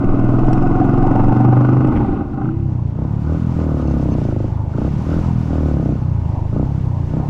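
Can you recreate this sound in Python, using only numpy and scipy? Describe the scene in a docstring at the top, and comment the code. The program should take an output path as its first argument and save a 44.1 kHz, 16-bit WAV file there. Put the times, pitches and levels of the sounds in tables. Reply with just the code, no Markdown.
"""Motorcycle on a gravel road

Heard from on board, one microphone close by: a single-cylinder four-stroke pulls under load, is shut off,
then is blipped and left to coast again and again. Each firing sends clicks and puffs of noise through
resonances: a thump, a bark and a crack. Gear whine is tones and narrow noise that move in pitch, the valve
gear ticks, tyres hiss as bands of gritty noise, and single grains and stones ring the guards and frame."""
import sys
import numpy as np
from scipy import signal
from scipy.io import wavfile

SR = 44100
rng = np.random.default_rng(int(sys.argv[2]) if len(sys.argv) > 2 else 0)


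def unload_wav(signal):
    """Save mono or channel-first audio to the path in sys.argv[1] as 16-bit WAV at rate SR, clipped to [-1, 1]."""
    wavfile.write(
        sys.argv[1],
        SR,
        np.round(np.clip(np.atleast_2d(signal).T, -1, 1) * 32767).astype(np.int16),
    )


def volts(x):
    """Linear amplitude factor 10**(x/20) for a level x in dB, scalar or array-like."""
    e = np.asarray(x, float) / 20
    return 10 ** e


N = 321489

FIRST_CYCLE = .25   # part of a cycle gone at the start
MEAN_PER_S = 33   # firings per s from which the level slopes start
CLUTCH_OUT_S = (1.9, .48)   # the clutch is out: start_s, length_s
OPEN_S, SHUT_S = .055, .035   # ramps of the throttle opening and closing


def seconds():
    """Time of every sample."""
    return np.arange(N) / SR


def rms_one(x):
    """Scale to unit rms."""
    return x / np.sqrt(np.mean(x ** 2) + 1e-20)


def in_time(rows):
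    """Columns of a table as curves, one value a sample; the first column is time."""
    s, *columns = np.transpose(rows)
    return [np.interp(seconds(), s, c) for c in columns]


def at_hz(points, hz):
    """Read a spectrum on a log-frequency axis."""
    point_hz, db = np.transpose(points)
    return np.interp(np.log(hz), np.log(point_hz), db)


def span(start, length, rise_s, fall_s):
    """0 outside, 1 inside, with ramps at both ends."""
    s = seconds() - start
    return np.clip(np.minimum(s / rise_s, (length - s) / fall_s), 0, 1)


def drift(rate):
    """Slow chance of spread 1: noise smoothed by two poles at this rate in Hz, drawn every 40 samples."""
    r = np.exp(-80 * np.pi * rate / SR)
    noise = rng.standard_normal(N // 40 + 2002)
    slow = signal.lfilter([1], [1, -2 * r, r * r], noise)[2000:]   # settled part only
    return np.interp(np.arange(N) / 40, np.arange(len(slow)), rms_one(slow))


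def resonance(x, hz, width_hz):
    """Two poles, gain 1 on top."""
    r = np.exp(-np.pi * width_hz / SR)
    zeros = np.array([1, 0, -1]) * (1 - r * r) / 2
    poles = [1, -2 * r * np.cos(2 * np.pi * hz / SR), r * r]
    return signal.lfilter(zeros, poles, x + 1e-18)


def body(x, modes):
    """Parallel resonances, each passed twice for steep flanks and a soft onset; rms 1."""
    out = 0
    for k, (hz, width, db) in enumerate(modes):
        out = out + (-1) ** k * volts(db) * resonance(resonance(x, hz, width), hz, width)
    return rms_one(out)


def firings(per_s, offset, jitter_s, uneven_db):
    """One click a cycle at the given part of it, slightly off time and uneven, power level as the rate changes."""
    cycles = np.cumsum(per_s) / SR + FIRST_CYCLE - offset
    at = np.flatnonzero(np.diff(np.floor(cycles)))
    draws = rng.standard_normal((N // 500, 2))[:len(at)]
    at = np.clip(at + (draws[:, 0] * jitter_s * SR).astype(int), 0, N - 1)
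    clicks = np.zeros(N)
    clicks[at] = volts(uneven_db * draws[:, 1]) / np.sqrt(per_s[at])
    return clicks


def puffs(clicks, t60, between_db):
    """Noise that bursts at each click and dies to a steady remainder."""
    gate = rms_one(signal.lfilter([1], [1, -volts(-60 / (t60 * SR))], clicks + 1e-18))
    return (gate + volts(between_db)) * rng.standard_normal(N)


def grit_grains(most):
    """Noise of uneven grain, each sample louder by a random amount up to a limit."""
    return rng.standard_normal(N) * volts(3.0 * np.minimum(rng.exponential(1, N), most))


def by_state(pull, opened, pulling, open_, shut):
    """Blend the values of the three running states: pulling, throttle open, throttle shut."""
    return pull * pulling + (1 - pull) * (opened * open_ + (1 - opened) * shut)


# throttle blips after the pull: start_s, length_s, strength_db
BLIPS = [(2.94, .15, -4), (3.225, .17, -1.5), (3.53, .97, 0), (4.72, .19, 1.5), (5.03, .2, 0),
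         (5.46, .52, 0), (6.49, .18, 1.5), (7.08, .16, -1)]


def throttle():
    """How far the throttle is open (0-1), the strength of the blip in progress, and the dip as it moves."""
    hesitate_db, hesitate_s = -3.5, 0.039
    spans = np.array([span(s, length, OPEN_S, SHUT_S) for s, length, db in BLIPS])
    moves = [at for s, length, db in BLIPS for at in (s, s + length)]
    dips = sum(span(at - hesitate_s, 2 * hesitate_s, hesitate_s, hesitate_s) for at in moves)
    return spans.max(axis=0), np.array(BLIPS)[:, 2] @ spans, hesitate_db * dips


def rolling_rumble(pull, gravel_swing_db):
    """Tyres rolling: wide low noise that swells as the machine lurches with the clutch out."""
    lurch_db = 10.5 * span(*CLUTCH_OUT_S, 0.027, 0.28)
    level_db = -24.5 + 1.0 * pull + lurch_db + 0.46 * gravel_swing_db
    return volts(level_db) * body(rng.standard_normal(N), [(30.5, 150, 0)])


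# rough stretches of road: start_s, length_s, level_db (added to a steady floor)
JOLTS = [(0.037, 1.3, -14.5), (1.858, 0.29, -16.5), (4.796, 0.076, -42), (5.096, 0.12, -31)]


def frame_jolts():
    """Rough stretches shake the frame: very low narrow noise."""
    floor_db, ramp_s = -31, 0.033
    shake = volts(floor_db) + sum(volts(db) * span(s, length, ramp_s, ramp_s) for s, length, db in JOLTS)
    return shake * body(rng.standard_normal(N), [(17.5, 6.9, -3.0), (34.0, 12, -20.5)])


# colour of the tyre hiss: pitch_hz, relative density_db (per Hz)
HISS = [(1500, 0), (1850, -3), (2800, -5.5), (3500, -11), (6300, -13.5), (6800, -16.5), (8000, -25.5),
        (9500, -30), (11000, -34)]


def tyres(patchy_db, grit_db):
    """Third-octave bands of gritty noise, each flickering on its own and all together."""
    out, together, edges = 0, drift(9), 1500 * 2 ** np.arange(0, 2.9, 1 / 3)
    gritty = rng.standard_normal((2, N)) * volts(grit_db * np.minimum(rng.exponential(1, N), 5))
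    for k, (low, high) in enumerate(zip(edges, edges[1:])):
        band_pass = signal.butter(2, [low, high], "band", fs=SR, output="sos")
        band = signal.sosfilt(band_pass, gritty[k % 2])
        flicker_db = patchy_db * (1.2 * together + drift(42))
        out = out + band * volts(at_hz(HISS, np.sqrt(low * high)) + flicker_db)
    return rms_one(out)


# resonances of the finest hiss: pitch_hz, width_hz, relative level_db
FINE = [(10500, 1100, -1.5), (12100, 2800, -3.5), (12700, 1700, -15.5)]


def fine_hiss(gravel_db):
    """The finest gravel hiss, weaker during the pull, and wavering."""
    muffle_db = -22 * np.clip((3.2 - seconds()) / 1.1, 0, 1)
    level_db = gravel_db - 11.5 + muffle_db + 0.99 * drift(15)
    return volts(level_db) * body(rng.standard_normal(N), FINE)


# resonances of the mudguards: pitch_hz, width_hz, relative level_db
GUARDS = [(2130, 180, -0.5), (2700, 220, 5.5), (4380, 120, 0), (5100, 300, -2.5), (6190, 390, 0)]
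# thicker grit: start_s, length_s, boost_db
SPRAYS = [(3.864, .08, 9), (4.103, .05, 8), (4.236, 0.039, 6), (4.306, .035, 9)]


def pings():
    """Random grains of grit, in clumps, ring the mudguards."""
    per_s = 500 * volts(5 * drift(12))
    born = rng.random(N) < per_s / SR
    spray_db = sum(db * span(s, length, .012, 0.018) for s, length, db in SPRAYS)
    return volts(spray_db) * body(born * grit_grains(4), GUARDS)


def chain_murmur(opened, gravel_swing_db):
    """Chain and gears murmur as wavering noise; the taut chain is quieter with the throttle open."""
    waver_db = 3.7 * drift(2.9) + 0.72 * drift(22)
    level_db = -39.5 - 7 * opened + 0.49 * gravel_swing_db + waver_db
    return volts(level_db) * body(rng.standard_normal(N), [(610, 470, -12.0), (943, 270, -8.5)])


# stones: start_s, relative level_db, treble_db (added above 3500 Hz)
STONES = [(0.5307, -12, -48.5), (1.849, -29, -55), (1.873, -19, -54), (1.9718, -32, -47),
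          (2.1424, -36, -47)]
# resonances of the frame: pitch_hz, width_hz, relative level_db
FRAME = [(1350, 600, -15), (2600, 500, -14), (4160, 830, 20), (5400, 300, 28), (8100, 900, 18),
         (10400, 600, 5)]


def stones():
    """Each stone is a short crack that rings the frame, some duller than others."""
    at, db, treble_db = np.transpose(STONES)
    out, noise = 0, rng.standard_normal(N)
    for hz, width, level_db in FRAME:
        clicks = np.zeros(N)
        clicks[np.round(at * SR).astype(int)] = volts(db + level_db + treble_db * (hz > 3500))
        crack = signal.lfilter([1], [1, -volts(-60 / (0.015 * SR))], clicks) * noise   # 15 ms to die away
        out = out + resonance(resonance(crack, hz, width), hz, width)
    return volts(20.0) * out


# resonances of the scraped frame: pitch_hz, width_hz, relative level_db
GRIT = [(1450, 500, 0), (2100, 800, -5), (3200, 900, -18)]


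def grit_crunch():
    """A short spray of grains scrapes under the frame."""
    return volts(-33) * span(1.954, .034, 0.0037, 0.012) * body(grit_grains(5), GRIT)


# single sharp raps in the casing as the throttle takes up: start_s, level_db
RAPS = [(2.3321, -33), (2.377, -35), (2.417, -25.5), (2.4543, -26), (2.4877, -23.5), (4.311, -30.5),
        (4.7366, -30), (4.777, -27.5), (4.843, -31), (5.1053, -37), (5.1287, -24)]
# resonances of a rap: pitch_hz, width_hz, relative level_db
RAP = [(1345, 140, -6.5), (1530, 120, -11.5)]


def casing_raps():
    """Lone clicks ring the casing; the highest peak is set to the level of the loudest click."""
    at, db = np.transpose(RAPS)
    clicks = np.zeros(N)
    clicks[np.round(at * SR).astype(int)] = volts(db)
    raps = body(clicks, RAP)
    return raps * clicks.max() / np.abs(raps).max()


def road(pull, opened, gravel_db):
    """All that wheels, chain and loose gravel add beneath the engine."""
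    swing_db = gravel_db - gravel_db.mean()
    hiss = volts(gravel_db + 10.5) * tyres(patchy_db=0.9, grit_db=2.0)
    grit = (1 - pull) * volts(gravel_db - 4) * pings()   # only once the pull is over
    rolling = rolling_rumble(pull, swing_db) + frame_jolts()
    knocks = stones() + casing_raps() + grit_crunch()
    return rolling + hiss + fine_hiss(gravel_db) + grit + chain_murmur(opened, swing_db) + knocks


# gear whine: start_s, pitch_hz, level_db
WHINE = [(0, 734.6, -32), (.4, 715, -29), (.55, 735, -23), (.9, 736, -20.5), (1.27, 765, -23),
         (1.55, 775, -21.5), (1.65, 796.4, -31), (1.95, 815, -30), (2.08, 791, -27.5), (2.22, 780, -25.5),
         (2.27, 784, -40.5), (2.33, 775, -42.5), (2.37, 791, -30.5), (2.44, 765, -28.5), (2.48, 785, -39.5),
         (2.7, 790, -57)]
# a rougher whine, below it at first, later above it: start_s, pitch_hz, level_db
UPPER_WHINE = [(0, 600, -32), (.5, 640, -28.5), (.62, 660, -48), (.7, 830, -44), (.95, 837, -40),
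               (1.1, 887, -25.5), (1.5, 854.5, -30), (1.75, 850, -43), (1.95, 906, -27.5), (2.05, 903, -38),
               (2.2, 900, -79)]
# noise in the whine: start_s, share (0-1)
WHINE_ROUGH = [(0, .95), (.45, .9), (.6, .3), (2.7, .35)]
# where the gear teeth load up: start_s, part of the cycle
TAKE_UP = [(0, .15), (1.05, .18), (1.2, -.22), (1.55, -.22), (1.7, -.05), (2.0, -.05)]


def gear_whine(per_s):
    """Teeth whine at a moving pitch, tone and narrow noise swelling as they load up each cycle."""
    (hz, whine_db), (upper_hz, upper_db) = in_time(WHINE), in_time(UPPER_WHINE)
    rough, = in_time(WHINE_ROUGH)
    take_up = firings(per_s, *in_time(TAKE_UP), jitter_s=.001, uneven_db=2)
    swell_filter = signal.butter(2, 14.0, fs=SR, output="sos")
    loaded = rms_one(signal.sosfilt(swell_filter, take_up) + 1e-18)
    # slow noises on sine and cosine make narrow noise around the moving pitch
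    noise_filter = signal.butter(2, 33.0, fs=SR, output="sos")
    slow = signal.sosfilt(noise_filter, [puffs(take_up, t60=.1, between_db=0) for side in range(4)])
    turn = 2 * np.pi * np.cumsum(hz) / SR
    narrow = rms_one(slow[0] * np.cos(turn) + slow[1] * np.sin(turn))
    tone = loaded * np.cos(turn + 1.5 * drift(6))
    whine = np.sqrt(rough) * narrow + np.sqrt(2 - 2 * rough) * tone
    turn = 2 * np.pi * np.cumsum(upper_hz) / SR
    upper = rms_one(slow[2] * np.cos(turn) + slow[3] * np.sin(turn))
    return volts(whine_db) * whine + volts(upper_db) * upper


# resonances of the casing: pitch_hz, width_hz, relative level_db
CASING = [(662, 367, -1.5), (1074, 150, -5), (1227, 148, -2), (1466, 139, -6.5)]
# resonances of the valve clatter: pitch_hz, width_hz, relative level_db
CLATTER = [(2040, 250, -3.5), (2623, 410, -5.5), (3096, 100, -14.5)]
# resonances of the valve tick: pitch_hz, width_hz, relative level_db
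TICK = [(4320, 400, -6), (5110, 400, 4), (6240, 700, -3.5), (7800, 1100, -10)]


def valve_clatter(per_s):
    """Valve gear rattles and ticks each cycle, and combustion knocks in the casing."""
    burn = firings(per_s, offset=-.07, jitter_s=.0005, uneven_db=1.2)
    valve = firings(per_s, offset=.09, jitter_s=.0002, uneven_db=1.2)
    clatter = body(puffs(valve, t60=0.011, between_db=1.5), CLATTER)
    ticking = 1.3 * rms_one(valve) + .7 * puffs(valve, t60=.03, between_db=-12)
    # over the clatter; the tick weakens and the knock grows with firings per s
    tick = volts(-14.5 - .5 * (per_s - 23)) * body(ticking, TICK)
    knock = volts(17.5 + .8 * (per_s - 23)) * body(puffs(burn, t60=.06, between_db=-9), CASING)
    pulling = np.clip((2.05 - seconds()) / .3, 0, 1)   # ticks and knock stop when the throttle shuts
    return clatter + pulling * (tick + knock)


# intake pulses: part of the cycle, relative level_db
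GULPS = [(0.053, 5), (0.351, 1), (0.551, 6), (0.752, -5.5)]
# resonances of the intake: pitch_hz, width_hz, relative level_db
INTAKE = [(174.2, 15.7, 3.5), (181.8, 28, -4.5), (270.7, 70, -2.5), (326.8, 56, -1.5)]


def intake_drone(per_s):
    """Several gulps of air a cycle ring the intake."""
    gulps = sum(volts(db) * firings(per_s, part, jitter_s=.0003, uneven_db=1.0) for part, db in GULPS)
    return body(gulps, INTAKE)


def under_load(per_s, load_db):
    """Pulling hard adds gear whine, valve clatter and an intake drone; clatter and drone follow the load."""
    fade = np.clip((2.9 - seconds()) / 0.14, 0, 1)   # silent once the load is off
    clatter = volts(-45 + 1.47 * load_db) * valve_clatter(per_s)
    drone = volts(-13.5 + 1.5 * load_db) * intake_drone(per_s)
    return fade * (gear_whine(per_s) + clatter + drone)


# level before load, blip and wavering: pulling_db, open_db, shut_db, slope_db (per firing/s after the pull)
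RASP_DB = (-27.5, -38, -47, 0.54)


def casing_rasp(per_s, clicks, pull, load_db, opened, blip_db):
    """Each firing puffs noise through the casing; its level lags behind the throttle as it shuts."""
    r = np.exp(-1 / (0.27 * SR))   # settles over 0.27 s
    lingering = np.maximum(opened, signal.lfilter([1 - r], [1, -r], opened))
    pulling_db, open_db, shut_db, slope = RASP_DB
    rasp_db = by_state(pull, lingering, pulling_db + 0.96 * load_db, open_db + blip_db, shut_db)
    rasp_db = rasp_db + (1 - pull) * slope * (per_s - MEAN_PER_S)
    return volts(rasp_db + 1.0 * drift(49)) * body(puffs(clicks, t60=0.046, between_db=16.5), CASING)


# a panel's resonances: pitch_hz, width_hz, relative level_db
BUZZ = [(254, 61, -2), (312.6, 29, -0.5)]


def panel_buzz(per_s, gas):
    """A panel buzzes as the open engine passes 32.6 firings per s; it needs time to build up."""
    near = np.exp(-((per_s - 32.6) / 3.4) ** 2)
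    long_open = sum(span(s + .2, length - .2, .1, SHUT_S) for s, length, db in BLIPS if length > .4)
    return volts(-24.5) * near * long_open * body(gas, BUZZ)


# pipe response to the low orders, before trim, in three states: pitch_hz, relative level_db
PULLING = [(38, -37), (46, -40), (62, -48.5), (80, -40), (92, -21.5), (108, -25), (117, -16), (124, -10),
           (130, -14), (137, -18.5), (155, -43.5)]
OPENED = [(48, -40), (62, -28.5), (78, -23), (97, -23.5), (123, -25), (150, -23.5), (172, -23.5),
          (205, -54)]
CLOSED = [(50, -36), (62, -29.5), (80, -23), (100, -23.5), (122, -21), (150, -23.5), (175, -25),
          (210, -22.5), (250, -19)]
# trim of orders 2 to 6, one row each: pulling_db, open_db, shut_db
ORDER_TRIM = [(-18.5, 7, 3.5), (-10, -1.5, 4), (2, 4.5, 3.5), (3.5, 4, -1), (0.5, -32, -5.5)]


def low_orders_db(per_s, pull, load_db, opened, dip_db):
    """Levels of orders 2 to 6, each wavering on its own; they weaken while the clutch is out."""
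    common_db = dip_db - 12 * span(*CLUTCH_OUT_S, 0.013, 0.19)
    levels = []
    for order, (pulling, open_, shut) in enumerate(ORDER_TRIM, start=2):
        hz = order * per_s
        level = by_state(pull, opened, pulling + load_db + at_hz(PULLING, hz),
                         open_ + at_hz(OPENED, hz), shut + at_hz(CLOSED, hz))
        levels.append(common_db + level + .8 * drift(4.6))
    return levels


# resonances of the gas noise in the thump: pitch_hz, width_hz, relative level_db
THUMP = [(71.4, 320, -17), (145.7, 38, 10.5)]


def thump(turn, orders_db, share, gas):
    """Low orders line up into one smooth pressure dip a cycle, with gas noise flowing around it."""
    dip = -np.sqrt(2) * sum(volts(db) * np.cos(order * turn) for order, db in enumerate(orders_db, start=2))
    power = sum(volts(2 * db) for db in orders_db)
    return dip + volts(-3) * np.sqrt(share * power) * body(gas, THUMP)


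def lope(turn, pull, stumble, load_db):
    """The ninth order stands out and wavers during the pull."""
    level = pull * (1 - stumble) * volts(-22 + load_db + 2.0 * drift(4))
    return level * np.sqrt(2) * np.cos(9 * turn + drift(3))


# resonances of the bark: pitch_hz, width_hz, relative level_db
BARK = [(202.8, 62.7, 6.5), (287, 112.5, 7), (336.7, 173.5, -2)]


def bark(per_s, blowdown, share, gas):
    """Blowdown pulses, a weaker second pulse as the valve shuts, and gas noise ring the pipe."""
    valve_shut = volts(-7) * firings(per_s, offset=.4, jitter_s=.00008, uneven_db=1.0)
    return np.sqrt(1 - share) * body(blowdown + valve_shut, BARK) + np.sqrt(share) * body(gas, BARK)


# resonances of the crack: pitch_hz, width_hz, relative level_db
CRACK = [(460, 220, 0), (590, 220, -2), (720, 200, -7), (870, 200, -11)]


def crack(per_s, blowdown, pull, share, gas):
    """The same firing rings the pipe higher up; under load the crack comes from an earlier pulse."""
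    intake_shut = volts(-15) * firings(per_s, offset=.62, jitter_s=.0002, uneven_db=1.5)
    advanced = firings(per_s, offset=-.07, jitter_s=.0001, uneven_db=1.0)
    lead = int(.0013 * SR)   # off load it arrives 1.3 ms ahead of the bark
    free = np.roll(body(blowdown + intake_shut, CRACK), -lead)
    pulses = pull * body(advanced, CRACK) - (1 - pull) * free
    return np.sqrt(1 - share / 2) * pulses + np.sqrt(share / 2) * body(gas, CRACK)


# levels before load, bite and blip: pulling_db, open_db, shut_db, slope_db (per firing/s when shut)
BARK_DB = (-12, -20, -31, 0.25)
CRACK_DB = (-32, -29.5, -51, .3)
# how hard each firing cracks while pulling: start_s, boost_db
BITE = [(0, -3), (.3, -3), (.4, 1), (.55, 0), (.65, -6), (1.0, -5), (1.1, 6), (1.9, 6.5), (1.97, -8),
        (2.6, -8)]
# gas noise in the exhaust note, a share in each state: pulling, open, shut, stumbling
GAS_SHARE = (.14, .025, .07, .55)


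def exhaust(per_s, clicks, pull, load_db, opened, blip_db, dip_db):
    """Low orders thump; firing pulses and gas noise ring the pipe above as bark and crack."""
    stumble = span(1.88, .68, .1, .1)   # the engine runs ragged through the gear change
    share = (1 - stumble) * by_state(pull, opened, *GAS_SHARE[:3]) + stumble * GAS_SHARE[3]
    gas = puffs(clicks, t60=.1, between_db=0)
    turn = 2 * np.pi * (np.cumsum(per_s) / SR + FIRST_CYCLE - .2)   # the thump lags by .2 of a cycle
    orders_db = low_orders_db(per_s, pull, load_db, opened, dip_db)
    # the exhaust valve opens: a close double pulse, so ridges in the spectrum follow the speed
    opening = firings(per_s, offset=-.035, jitter_s=.00005, uneven_db=.5)
    echo = volts(-11.5) * firings(per_s, offset=.105, jitter_s=.00005, uneven_db=.6)
    blowdown = opening + echo
    over = per_s - MEAN_PER_S

    def gain(levels, bite_db, open_slope_db):
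        """Level of bark or crack, the throttle acting squared."""
        pulling, open_, shut, shut_slope_db = levels
        return by_state(pull, opened ** 2, volts(pulling + load_db + bite_db),
                        volts(open_ + blip_db + open_slope_db * over), volts(shut + shut_slope_db * over))

    bite_db, = in_time(BITE)
    barks = gain(BARK_DB, 0, 0.08) * bark(per_s, blowdown, share, gas)
    cracks = gain(CRACK_DB, bite_db, 0.06) * crack(per_s, blowdown, pull, share, gas)
    low = thump(turn, orders_db, share, gas) + lope(turn, pull, stumble, load_db)
    return low + panel_buzz(per_s, gas) - barks - cracks


# engine speed: start_s, firings per s
SPEED = [(0.0, 19.3), (0.5, 21.24), (0.68, 22.37), (0.86, 22.43), (1.0, 22.37), (1.2, 23.5), (1.4, 24.43),
         (1.62, 24.88), (1.85, 25.99), (2.05, 24.85), (2.25, 22.64), (2.35, 25.43), (2.45, 31.02),
         (2.58, 34.27), (2.74, 30.97), (2.9, 27.94), (3.09, 35.45), (3.2, 36.66), (3.37, 41.12),
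         (3.5, 41.51), (3.62, 39.94), (3.8, 36.24), (3.97, 34.2), (4.14, 31.49), (4.27, 27.76), (4.4, 24.6),
         (4.5, 27.17), (4.68, 24.85), (4.8, 30.16), (4.93, 36.39), (5.04, 39.43), (5.22, 42.37),
         (5.34, 40.91), (5.46, 39.88), (5.6, 39.56), (5.75, 35.34), (5.89, 30.74), (6.01, 32.05),
         (6.14, 29.79), (6.27, 26.37), (6.4, 23.93), (6.49, 26.4), (6.6, 30.87), (6.7, 34.8), (6.86, 31.74),
         (7.04, 28.21), (7.29, 36.26)]
# load on the engine while it pulls and through the gear change: start_s, level_db
LOAD = [(0, -1.5), (.45, -1.5), (1.0, 0), (1.45, -0.5), (1.85, -1), (2.1, -4), (2.21, -6), (2.29, -14),
        (2.38, -9.5), (2.46, -6), (2.56, -8.5), (2.66, -11.5), (2.9, -18.5)]
# tyres on gravel, the level that hiss and grit are set against: start_s, level_db
GRAVEL = [(0.05, -67), (0.39, -60.5), (0.77, -63), (1.84, -63.5), (2.22, -71), (2.92, -68), (3.49, -59.5),
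          (4.15, -58), (4.4, -61.5), (4.68, -66), (4.8, -59.5), (5.09, -56.5), (5.74, -58.5), (6.08, -63.5),
          (7.2, -61.5)]


def scene():
    """On board: road, engine and exhaust all reach one microphone close by."""
    per_s, = in_time(SPEED)
    load_db, = in_time(LOAD)
    gravel_db, = in_time(GRAVEL)
    pull = np.clip((2.56 - seconds()) / .12, 0, 1)   # the engine runs free from 2.56 s on
    opened, blip_db, dip_db = throttle()
    clicks = firings(per_s, offset=0, jitter_s=.00015, uneven_db=1.0)
    ground = road(pull, opened, gravel_db)
    rasp = casing_rasp(per_s, clicks, pull, load_db, opened, blip_db)
    pipe = exhaust(per_s, clicks, pull, load_db, opened, blip_db, dip_db)
    return (ground + under_load(per_s, load_db) + rasp + pipe)[None]


def low_pass(x):
    """Removes everything above the highest recorded frequency."""
    return signal.sosfilt(signal.butter(12, 15700, fs=SR, output="sos"), x)


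def record(dry):
    """The highest peaks are rounded at the microphone."""
    mix = 0.76 * np.tanh(dry / 1.045)
    return low_pass(mix)


dry = scene()
out = record(dry)
unload_wav(out)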